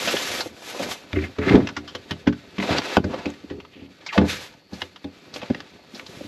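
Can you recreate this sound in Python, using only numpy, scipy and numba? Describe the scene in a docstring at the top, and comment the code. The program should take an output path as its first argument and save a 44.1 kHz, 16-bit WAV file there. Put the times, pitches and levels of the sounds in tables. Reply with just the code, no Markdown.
"""Thumps on a hollow board floor, with a boot heel slap and hard gear clicks, as someone shifts about
inside a small padded shelter, close to the microphone. Board modes ring after short pushes; clicks are noise bursts.
Weight drags in jerky friction, a rod scrapes and a sliding thing sinks in pitch: noise through resonances.
Cloth slides and crackles as filtered noise with sudden bursts; a faint steady hiss lies under it all."""
import sys
import numpy as np
from scipy import signal
from scipy.fft import rfft, irfft, next_fast_len
from scipy.io import wavfile
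from scipy.ndimage import uniform_filter1d
from numba import njit

SR = 44100
rng = np.random.default_rng(int(sys.argv[2]) if len(sys.argv) > 2 else 0)


def transcribe(signal):
    """Save signal, clipped to [-1, 1], as a 16-bit WAV file at the path in sys.argv[1]."""
    frames = np.atleast_2d(signal).T
    limited = np.clip(frames, -1, 1)
    pcm = np.round(limited * 32767).astype(np.int16)
    wavfile.write(sys.argv[1], SR, pcm)


N = 276507
T = np.arange(N) / SR  # seconds


def undb(db):
    """Decibels to an amplitude factor."""
    return 10 ** (np.asarray(db) / 20)


def unit(x):
    """Scale to an RMS of 1."""
    return x / np.sqrt(np.mean(x ** 2))


def band(x, lo_hz, hi_hz, order=2):
    """Butterworth band-pass."""
    edges = [lo_hz, min(hi_hz, .45 * SR)]
    return signal.sosfilt(signal.butter(order, edges, "bandpass", fs=SR, output="sos"), x)


def colour(x, points):
    """Shape the spectrum by (Hz, dB) points joined on a log-frequency axis."""
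    hz, db = np.transpose(points)
    size = next_fast_len(len(x))
    bins_hz = np.arange(size // 2 + 1) * SR / size + 1  # + 1 avoids log(0)
    gain = undb(np.interp(np.log(bins_hz), np.log(hz), db))
    return irfft(rfft(x, size) * gain, size)[:len(x)]


def ring(x, hz, t60):
    """One mode driven by x, decaying 60 dB in t60 seconds."""
    pole = np.exp(2j * np.pi * hz / SR - np.log(1000) / (t60 * SR))
    return signal.lfilter([1], [1, -pole], x).imag


@njit
def sweep(x, hz, q):
    """State-variable band-pass whose centre follows hz, sample by sample."""
    y, b, l = np.empty(len(x)), 0., 0.
    for i in range(len(x)):
        g = np.tan(np.pi * hz[i] / SR)
        v = (b + g * (x[i] - l)) / (1 + g * (g + 1 / q))
        b, l, y[i] = 2 * v - b, l + 2 * g * v, v / q
    return y


def walk(rate):
    """Random levels held 1 / rate seconds with slewed steps, RMS 1."""
    hold = int(SR / rate)
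    steps = np.repeat(rng.standard_normal(N // hold + 1), hold)
    return unit(uniform_filter1d(steps, hold)[:N])


def slips(rate, spread_db, tail_s):
    """Envelope of sudden stick-slip bursts, about rate a second, uneven in size, that die away fast."""
    when, size = rng.random(N), rng.exponential(size=N)
    kicks = (when < rate / SR) * undb(np.minimum(spread_db * size, 12))
    return unit(signal.lfilter([1], [1, -np.exp(-1 / (tail_s * SR))], kicks))


def curves(table):
    """Each column after the time, joined by straight lines over the whole scene."""
    s, *columns = np.transpose(table)
    return [np.interp(T, s, c) for c in columns]


def during(table):
    """True from the first row to the last."""
    return (T > table[0][0]) * (T < table[-1][0])


def add(out, s, x):
    """Mix x into out from s seconds on."""
    i = int(s * SR)
    out[i:i + len(x)] += x[:len(out) - i]


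SWING_DB = 30  # a rise or fall spans this much


def stroke(s, rise, hold, fall, db):
    """Gain of one movement: swells to full level at s, holds, dies away."""
    rise, fall = max(rise, .002), max(fall, .002)
    times = np.cumsum([s - rise, rise, max(hold, .001), fall])
    shape_db = np.interp(T, times, [-SWING_DB, 0, 0, -SWING_DB])
    return (T > times[0]) * (T < times[-1]) * undb(db + shape_db)


# The floor boards, as modes from low to high. Each row: nominal pitch in Hz, level in dB, relative ring time.
BOARD_MODES = [(83.5, 0, 1.07), (124.7, -7.5, 1.4), (139.7, -19.5, 1.02), (156.2, -7, 1.22),
               (193.5, -1.5, 0.88), (238.5, -1.5, 0.95), (286.8, -0.5, 0.85), (350, -3.5, 0.89),
               (407, -3.5, 0.94), (504, -0.5, 0.65), (581, 1.5, 0.78), (666, 4.5, 0.22), (815.6, 3, 0.49)]
# Blows on the boards close by. Each row: start in seconds, level in dB, best excited pitch in Hz,
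# lowest mode level in dB, upper modes level in dB (both before the row's level), base ring time in seconds.
THUMP_BLOWS = [(0.071, -24.5, 225, -27, 4, 0.27), (0.135, -17, 372, -34, -3, 0.078),
               (0.459, -28.5, 350, -22, 2, 0.057), (0.793, -29, 310, -27, 5, 0.3),
               (1.131, -22.5, 288, 3, -9, 0.38), (1.162, -13.5, 412, -0.5, -16, 0.23),
               (1.384, -15.5, 420, -5.5, -13.5, 0.38), (1.462, -13.5, 367, -12, -20, 0.3),
               (1.514, -23, 226, -12, -24, 0.17), (1.545, -10, 236, -14, -9.5, 0.3),
               (1.59, -16, 213, -12, -11, 0.35), (1.768, -27.5, 300, -6, -24, 0.4),
               (1.947, -31.5, 360, -6, 0.5, 0.17), (2.107, -22.5, 150, -4.5, -12, 0.21),
               (2.268, -4.5, 215, -13.5, -18, 0.2), (2.582, -16, 190, -18, -22, 0.37),
               (2.7, -14.5, 157, -6, -25, 0.2), (2.972, -7, 242, -2, -8, 0.035),
               (2.994, -13.5, 167, -6, -27, 0.045), (3.041, -15.5, 211, -1, -8.5, 0.14),
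               (3.138, -28, 358, -21, 6, 0.074), (3.257, -17, 285, -12.5, -8.5, 0.23),
               (3.437, -30.5, 282, -25, -12, 0.083), (3.504, -22, 300, -9, -15, 0.3),
               (3.815, -32.5, 292, -11, -15, 0.36), (4.176, -4.5, 176, -10, -11.5, 0.31),
               (4.214, -13.5, 342, -5, -6, 0.19), (4.723, -25.5, 186, -7, -11.5, 0.19),
               (4.817, -35, 358, -3, -3, 0.26), (5.044, -26, 268, -7, -7.5, 0.21),
               (5.356, -35.5, 301, -24, 6, 0.13), (5.424, -31.5, 179, -16, 1.5, 0.11),
               (5.5, -10, 250, -13, -12, 0.07), (5.545, -28.5, 164, -19, -9.5, 0.19),
               (5.931, -32, 255, -31, -22, 0.29), (6.206, -29, 280, -13, -1, 0.055)]


def thumps():
    """Each blow is a short rattling push; where it lands sets how strongly each board mode answers."""
    out = np.zeros(N)
    luck = rng.standard_normal((len(THUMP_BLOWS), 2, len(BOARD_MODES)))
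    t = np.arange(SR // 2) / SR
    for (s, db, best_hz, low_db, high_db, t60), (tune, weight) in zip(THUMP_BLOWS, luck):
        rattle = 0.014 * rng.standard_normal(len(t)) * np.exp(-t / 0.0174)
        push = (t < .0009) + rattle
        modes = []
        for k, (hz, mode_db, long) in enumerate(BOARD_MODES):
            match_db = -12 * min(abs(np.log2(hz / best_hz)), .8)
            gain = undb(mode_db + match_db + 2.75 * weight[k])
            mode = ring(push, hz * (1 + 0.027 * tune[k]), max(t60, .02) * long)
            # neighbouring modes start in opposite directions
            modes.append((-1) ** k * gain * mode)
        parts = [(modes[0], low_db), (sum(modes[1:9]), 0), (sum(modes[9:]), high_db)]
        add(out, s, undb(db) * sum(undb(g) * p / np.abs(p).max() for p, g in parts))
    return out


# A boot heel slaps down. One row: start in seconds, level in dB, pitch in Hz, ring time in seconds.
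HEEL_SLAP = (2.9697, 1, 734, 0.0082)


def heel():
    """A hard flat slap: one cosine that decays within a few swings."""
    s, db, hz, t60 = HEEL_SLAP
    out, t = np.zeros(N), np.arange(SR // 20) / SR
    decay = np.exp(-np.log(1000) * t / t60)
    add(out, s, undb(db) * np.cos(2 * np.pi * hz * t - 1.2) * decay)
    return out


# Hard gear near the microphone. Each row: time of the snap in seconds, level in dB, centre pitch in Hz,
# treble level in dB relative to the body, ring time in seconds.
GEAR_CLICKS = [(0.074, -14, 2690, -5, 0.17), (0.167, -14, 2930, -15, 0.026),
               (0.4068, -16.5, 4150, -3, 0.044), (0.913, -23.5, 3090, -5, 0.034),
               (1.131, -15.5, 2260, -18, 0.012), (1.3855, -24, 1560, -15, 0.044),
               (1.4923, -16.5, 1830, -16, 0.046), (1.5552, -16.5, 915, -20, 0.027),
               (1.672, -16.5, 2660, -9.5, 0.025), (1.6884, -22, 1470, -10, 0.048),
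               (1.7659, -19.5, 1390, -7, 0.065), (1.8766, -30.5, 3110, -4.5, 0.12),
               (1.9501, -22, 3020, -10, 0.045), (2.1088, -19, 3000, -14, 0.057),
               (2.272, -16, 1550, -16, 0.06), (2.3256, -30, 1520, -10, 0.062),
               (2.5826, -21, 2130, -20.5, 0.04), (2.6002, -17.5, 2060, -22, 0.028),
               (2.6257, -18, 2000, -22, 0.027), (2.7838, -10, 2830, -2, 0.012),
               (2.819, -21, 1670, -12, 0.02), (2.969, -3.5, 1480, -18, 0.011),
               (3.0422, -23.5, 1490, -8, 0.029), (3.1416, -27.5, 925, -22, 0.032),
               (3.19, -28, 1220, -8, 0.028), (3.2573, -19, 2420, -13, 0.029),
               (3.3025, -30, 7000, -10, 0.011), (3.339, -34.5, 2500, -5, 0.014),
               (3.4994, -32, 1850, -15, 0.11), (3.6017, -32, 2560, -29, 0.032),
               (3.65, -35, 1200, -18, 0.026), (4.0635, -23.5, 2130, -2, 0.081),
               (4.1266, -26, 1060, -13, 0.12), (4.1782, -8, 1190, -20, 0.033),
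               (4.2134, -26.5, 1510, -16, 0.045), (4.538, -40, 920, -9, 0.034),
               (4.7315, -35, 4400, -1, 0.089), (4.785, -38, 5200, -2, 0.017),
               (4.8185, -14, 2920, -14, 0.024), (4.9604, -33.5, 2900, -12, 0.039),
               (5.043, -32.5, 3400, -15, 0.024), (5.3396, -29, 4300, 1.5, 0.05),
               (5.3618, -23, 2720, -7, 0.025), (5.4165, -28, 2540, -16, 0.077),
               (5.432, -26, 1060, -20, 0.018), (5.501, -29.5, 1490, -17, 0.037),
               (5.5473, -20.5, 1930, -16, 0.018), (5.6038, -24, 2700, -8, 0.018),
               (5.947, -40.5, 4270, 7, 0.12), (5.9966, -20.5, 2240, -14, 0.011),
               (6.064, -37.5, 3850, 5, 0.03)]


def clicks():
    """Parts scratch together, snap, and ring roughly around the centre pitch of the struck one."""
    out, lead = np.zeros(N), .012  # seconds of scratch before the snap
    t = np.arange(SR // 7) / SR - lead
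    after = np.maximum(t, 0)
    scratch = undb(-23.5) * np.exp(np.minimum(t, 0) / 0.01) * (t < .001)
    snap = 0.91 * (t >= 0) * (t < .00012)
    noises = rng.standard_normal((len(GEAR_CLICKS), len(t)))
    for (s, db, hz, top_db, t60), noise in zip(GEAR_CLICKS, noises):
        decay = np.exp(-np.log(1000) * after / max(t60, .005))
        rattle = (1 - np.exp(-after / 0.0011)) * decay
        burst = noise * (scratch + rattle) + snap
        body = band(burst, hz / 1.06, hz * 1.043, order=1) + 0.5 * band(burst, 655, 3440, order=3)
        top = band(burst, 2330, 5470, order=3)
        click = body / np.abs(body).max() + undb(top_db) * top / np.abs(top).max()
        add(out, s - lead, undb(db) * click)
    return out


# The body never quite rests. Each row: time in seconds, level of the faint rustle in dB.
FIDGET_LEVEL = [(0, -54), (1, -60), (1.2, -47.5), (1.35, -56), (1.75, -56.5), (2.1, -53.5), (2.3, -57),
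                (2.55, -56), (3.3, -53.5), (3.6, -62), (3.9, -62), (4.05, -58.5), (4.5, -57.5), (4.65, -66),
                (4.9, -62.5), (5.3, -55), (5.8, -60), (6.27, -52.5)]
# dB relative to the rustle
FIDGET_FLUTTER_DB, FIDGET_SHEEN_DB, FIDGET_DRAG_DB, FIDGET_LOW_DB = -1.5, -9.5, 2.5, -7.5


def gains(table, rest_db):
    """Gain of each layer: the powers of the strokes and the fidgeting added up."""
    power = np.outer(undb(rest_db), undb(curves(FIDGET_LEVEL)[0])) ** 2
    for s, rise, hold, fall, db, *rel_db in table:
        power = power + np.outer(undb([0, *rel_db]), stroke(s, rise, hold, fall, db)) ** 2
    return np.sqrt(power)


# Weight dragging over the boards; the row at 4.33 s instead keeps the lowest mode humming on after the heavy
# blows. Each row: time of full level in seconds, rise, hold and fall in seconds, level in dB, lowest mode in dB
# relative to it.
DRAG_STROKES = [(0.0, .05, .42, 0.14, -43, -33), (.82, 0.29, 0.083, 0.1, -40, -28),
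                (1.23, 0.095, 0.014, 0.11, -30.5, -28), (1.56, 0.18, 0.018, .15, -13, -23),
                (2.75, 0.12, .03, 0.2, -36.5, -20), (3.04, 0.091, 0.052, 0.3, -29.5, -24),
                (3.53, 0.24, 0.027, 0.17, -40.5, -4), (3.83, 0.59, 0.051, 0.3, -46.5, -10),
                (4.26, 0.12, .03, 0.074, -36, -4), (4.33, 0.11, 0.034, 0.2, -60, 21.5),
                (5.36, 0.23, 0.18, .3, -46.5, -18), (5.95, 0.044, .32, 0.073, -48, -12)]


def drag():
    """Jerky friction shakes the nine lowest board modes."""
    main, low = gains(DRAG_STROKES, [FIDGET_DRAG_DB, FIDGET_LOW_DB])
    push = rng.standard_normal(N) * (0.43 + 0.78 * slips(rate=45, spread_db=1.5, tail_s=0.012))
    modes = [undb(db) * unit(ring(push, hz, 0.065 * long)) for hz, db, long in BOARD_MODES[:9]]
    return main * unit(sum(modes[1:])) + low * unit(modes[0])


# Resonances of a hard rod. Each row: centre in Hz, half width in Hz, level in dB.
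ROD_BANDS = [(810, 100, 11.5), (1120, 150, 12), (1730, 200, -1), (1990, 150, -7.5), (2460, 66, -13)]
# The rod scraping along the boards. Each row: time of full level in seconds, rise, hold and fall in seconds,
# stroke level in dB, favoured band in Hz.
ROD_SCRAPES = [(1.165, 0.035, 0.027, 0.029, -34.5, 2150), (1.222, .025, 0.023, 0.036, -36.5, 2260),
               (1.268, 0.0088, .004, .02, -47, 2400), (1.42, .03, 0.017, .05, -39.5, 2200),
               (1.493, 0.14, 0.026, 0.14, -27.5, 1850), (3.147, .08, .002, 0.041, -42, 1130),
               (3.742, 0.062, 0.12, .02, -52, 2920)]


def scrapes():
    """Coarse grit chatters into the resonances of the rod; the grip decides which one leads."""
    grit = rng.standard_normal(N) * (.5 + 2.5 * slips(rate=340, spread_db=10.5, tail_s=0.0064))
    bands = [undb(db) * unit(band(grit, hz - half, hz + half, order=1)) for hz, half, db in ROD_BANDS]
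    rod = unit(sum(bands))
    out = 0
    for *shape, hz in ROD_SCRAPES:
        grip_hz = np.full(N, 1. * hz)
        favoured = sweep(sweep(rod, grip_hz, 1.47), grip_hz, 1.47)
        out = out + stroke(*shape) * (0.27 * rod + 2.3 * favoured)
    return out


# A short scrape that sinks in pitch as the thing slides down.
# Each row: time in seconds, level in dB, pitch in Hz.
SLIDE_PATH = [(4.082, -60, 2700), (4.09, -34, 2530), (4.112, -38, 1900), (4.119, -55, 1500),
              (4.127, -33.5, 1090), (4.15, -35, 795), (4.175, -28, 524), (4.19, -70, 450)]


def slide():
    """Friction noise in a resonance that falls."""
    db, hz = curves(SLIDE_PATH)
    friction = sweep(sweep(rng.standard_normal(N), hz, 2.9), hz, 2.9)
    # the root evens out the wider band at high pitch
    return during(SLIDE_PATH) * undb(db) * unit(friction / np.sqrt(hz))


# Tone of the swish before its band-pass. 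Each row: frequency in Hz, gain in dB.
SWISH_TONE = [(530, 16.5), (900, -20), (1220, 3.5), (1940, 2.5), (2700, 4), (2970, -1), (3790, 2),
              (5950, -12), (8500, -19), (11000, -28), (18700, -120)]
# Cloth sliding. Each row: time of full level in seconds, rise, hold and fall in seconds, swish level in dB,
# low flutter and top sheen in dB relative to it.
CLOTH_STROKES = [(0.0, .05, 0.39, .12, -36, -1.5, 1.5), (.43, 0.066, 0.046, 0.028, -54, 8.5, 9.5),
                 (.69, 0.26, 0.035, .2, -49, 3, 7), (.8, 0.3, 0.029, 0.33, -40, 4.5, -2.5),
                 (.91, 0.071, 0.026, 0.053, -44, -7, 8), (1.47, 0.13, 0.067, 0.18, -36.5, 1.5, -20),
                 (2.63, .1, .06, .2, -37, 1.5, -11), (2.7, 0.13, 0.088, .05, -31.5, 2, -17),
                 (2.85, 0.11, 0.12, 0.03, -36, 1, -11.5), (3.11, 0.069, 0.19, 0.037, -46.5, 5, -19),
                 (4.01, 0.015, 0.018, 0.045, -49.5, -3, -27), (4.13, 0.033, 0.052, .05, -40.5, -9, -12.5),
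                 (4.2, .03, 0.032, 0.068, -46.5, 19, -28), (4.29, 0.065, 0.032, 0.21, -34, -9.5, -5),
                 (4.41, 0.031, 0.052, 0.068, -47.5, -1, 1.5), (4.74, 0.095, .1, 0.15, -52.5, 2, -4),
                 (5.343, .01, .03, 0.064, -50, -3, 1), (5.39, .05, 0.12, 0.56, -50.5, 1.5, -16),
                 (5.95, 0.096, 0.046, .2, -53.5, 2, -0.5), (6.07, 0.11, .2, .1, -58.5, 1.5, 3)]


def cloth():
    """Fibres hiss as they slide and creases let go in small bursts; folds flutter lower."""
    main, low, top = gains(CLOTH_STROKES, [0, FIDGET_FLUTTER_DB, FIDGET_SHEEN_DB])
    grain = 2.4 + .5 * slips(rate=300, spread_db=21.0, tail_s=0.003)
    rub = rng.standard_normal(N) * grain * undb(1.3 * walk(45))
    swish = unit(band(colour(rub, SWISH_TONE), 900, 10200))
    sheen_tone = [(4500, -14.0), (6000, -13), (8000, -15.5), (10000, -19.0), (12000, -19.5), (14000, -36.0)]
    sheen = unit(colour(rub, sheen_tone))
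    folds = 0.56 + 0.59 * slips(rate=140, spread_db=6.5, tail_s=0.0052)
    flutter = unit(band(rng.standard_normal(N) * folds, 255, 857))
    return main * swish + low * flutter + top * sheen


# Tone of the background. Each row: frequency in Hz, gain in dB.
HISS_TONE = [(24, -51), (40, -37), (117, -22.5), (149, 19), (317, 3.5), (516, 8.5), (1070, -41.5),
             (1150, -5), (3710, -53), (4300, 8.5), (9140, -63), (11700, -7.5), (13500, -37)]
HISS_DB = -62.5  # RMS level before the microphone's own shaping


def hiss():
    """Steady faint background of air and microphone: coloured noise."""
    return undb(HISS_DB) * unit(colour(rng.standard_normal(N), HISS_TONE))


# The microphone port. Each row: frequency in Hz, width in Hz, share of the resonance added (negative cuts).
PORT_PEAKS = [(8760, 2360, -0.52), (9180, 400, -1.0), (11700, 1000, 0.83)]


def scene():
    """All sources add up, pass the padded walls and microphone port, then spread slightly in stereo."""
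    near = thumps() + heel() + clicks() + drag() + scrapes() + slide() + cloth()
    # padded walls give back only a short dull tail
    t = np.arange(SR // 8) / SR
    walls = band(rng.standard_normal(len(t)), 140, 7500, order=1) * np.exp(-t / 0.0097) * (t > .003)
    walls = walls / np.sqrt(np.sum(walls ** 2))
    near = near + undb(-13.0) * signal.fftconvolve(near, walls)[:N]
    for hz, width, share in PORT_PEAKS:
        near = near + share * signal.lfilter(*signal.iirpeak(hz, hz / width, SR), near)
    mid = near + hiss()
    # left and right differ mostly in the treble, where the balance flickers fast and leans right
    apart_tone = [(100, -50), (300, -50), (1000, -39), (4000, -28), (8000, -19), (12000, -8)]
    apart = colour(mid * walk(150), apart_tone)
    lean = colour(mid, [(6000, -60), (9500, -28), (12000, -16)])
    return np.array([mid + apart - lean, mid - apart + lean])


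TOP_HZ = 13870  # the top is cut above this


def record(dry):
    """The microphone loses the deepest bass, the loudest peaks are rounded, and the top is cut."""
    thin = band(dry, 108.6, 11300, order=2)
    rounded = np.tanh(0.78 * thin) / 0.64
    return signal.sosfilt(signal.ellip(8, .2, 45, TOP_HZ, fs=SR, output="sos"), rounded)


dry = scene()
out = record(dry)
transcribe(out)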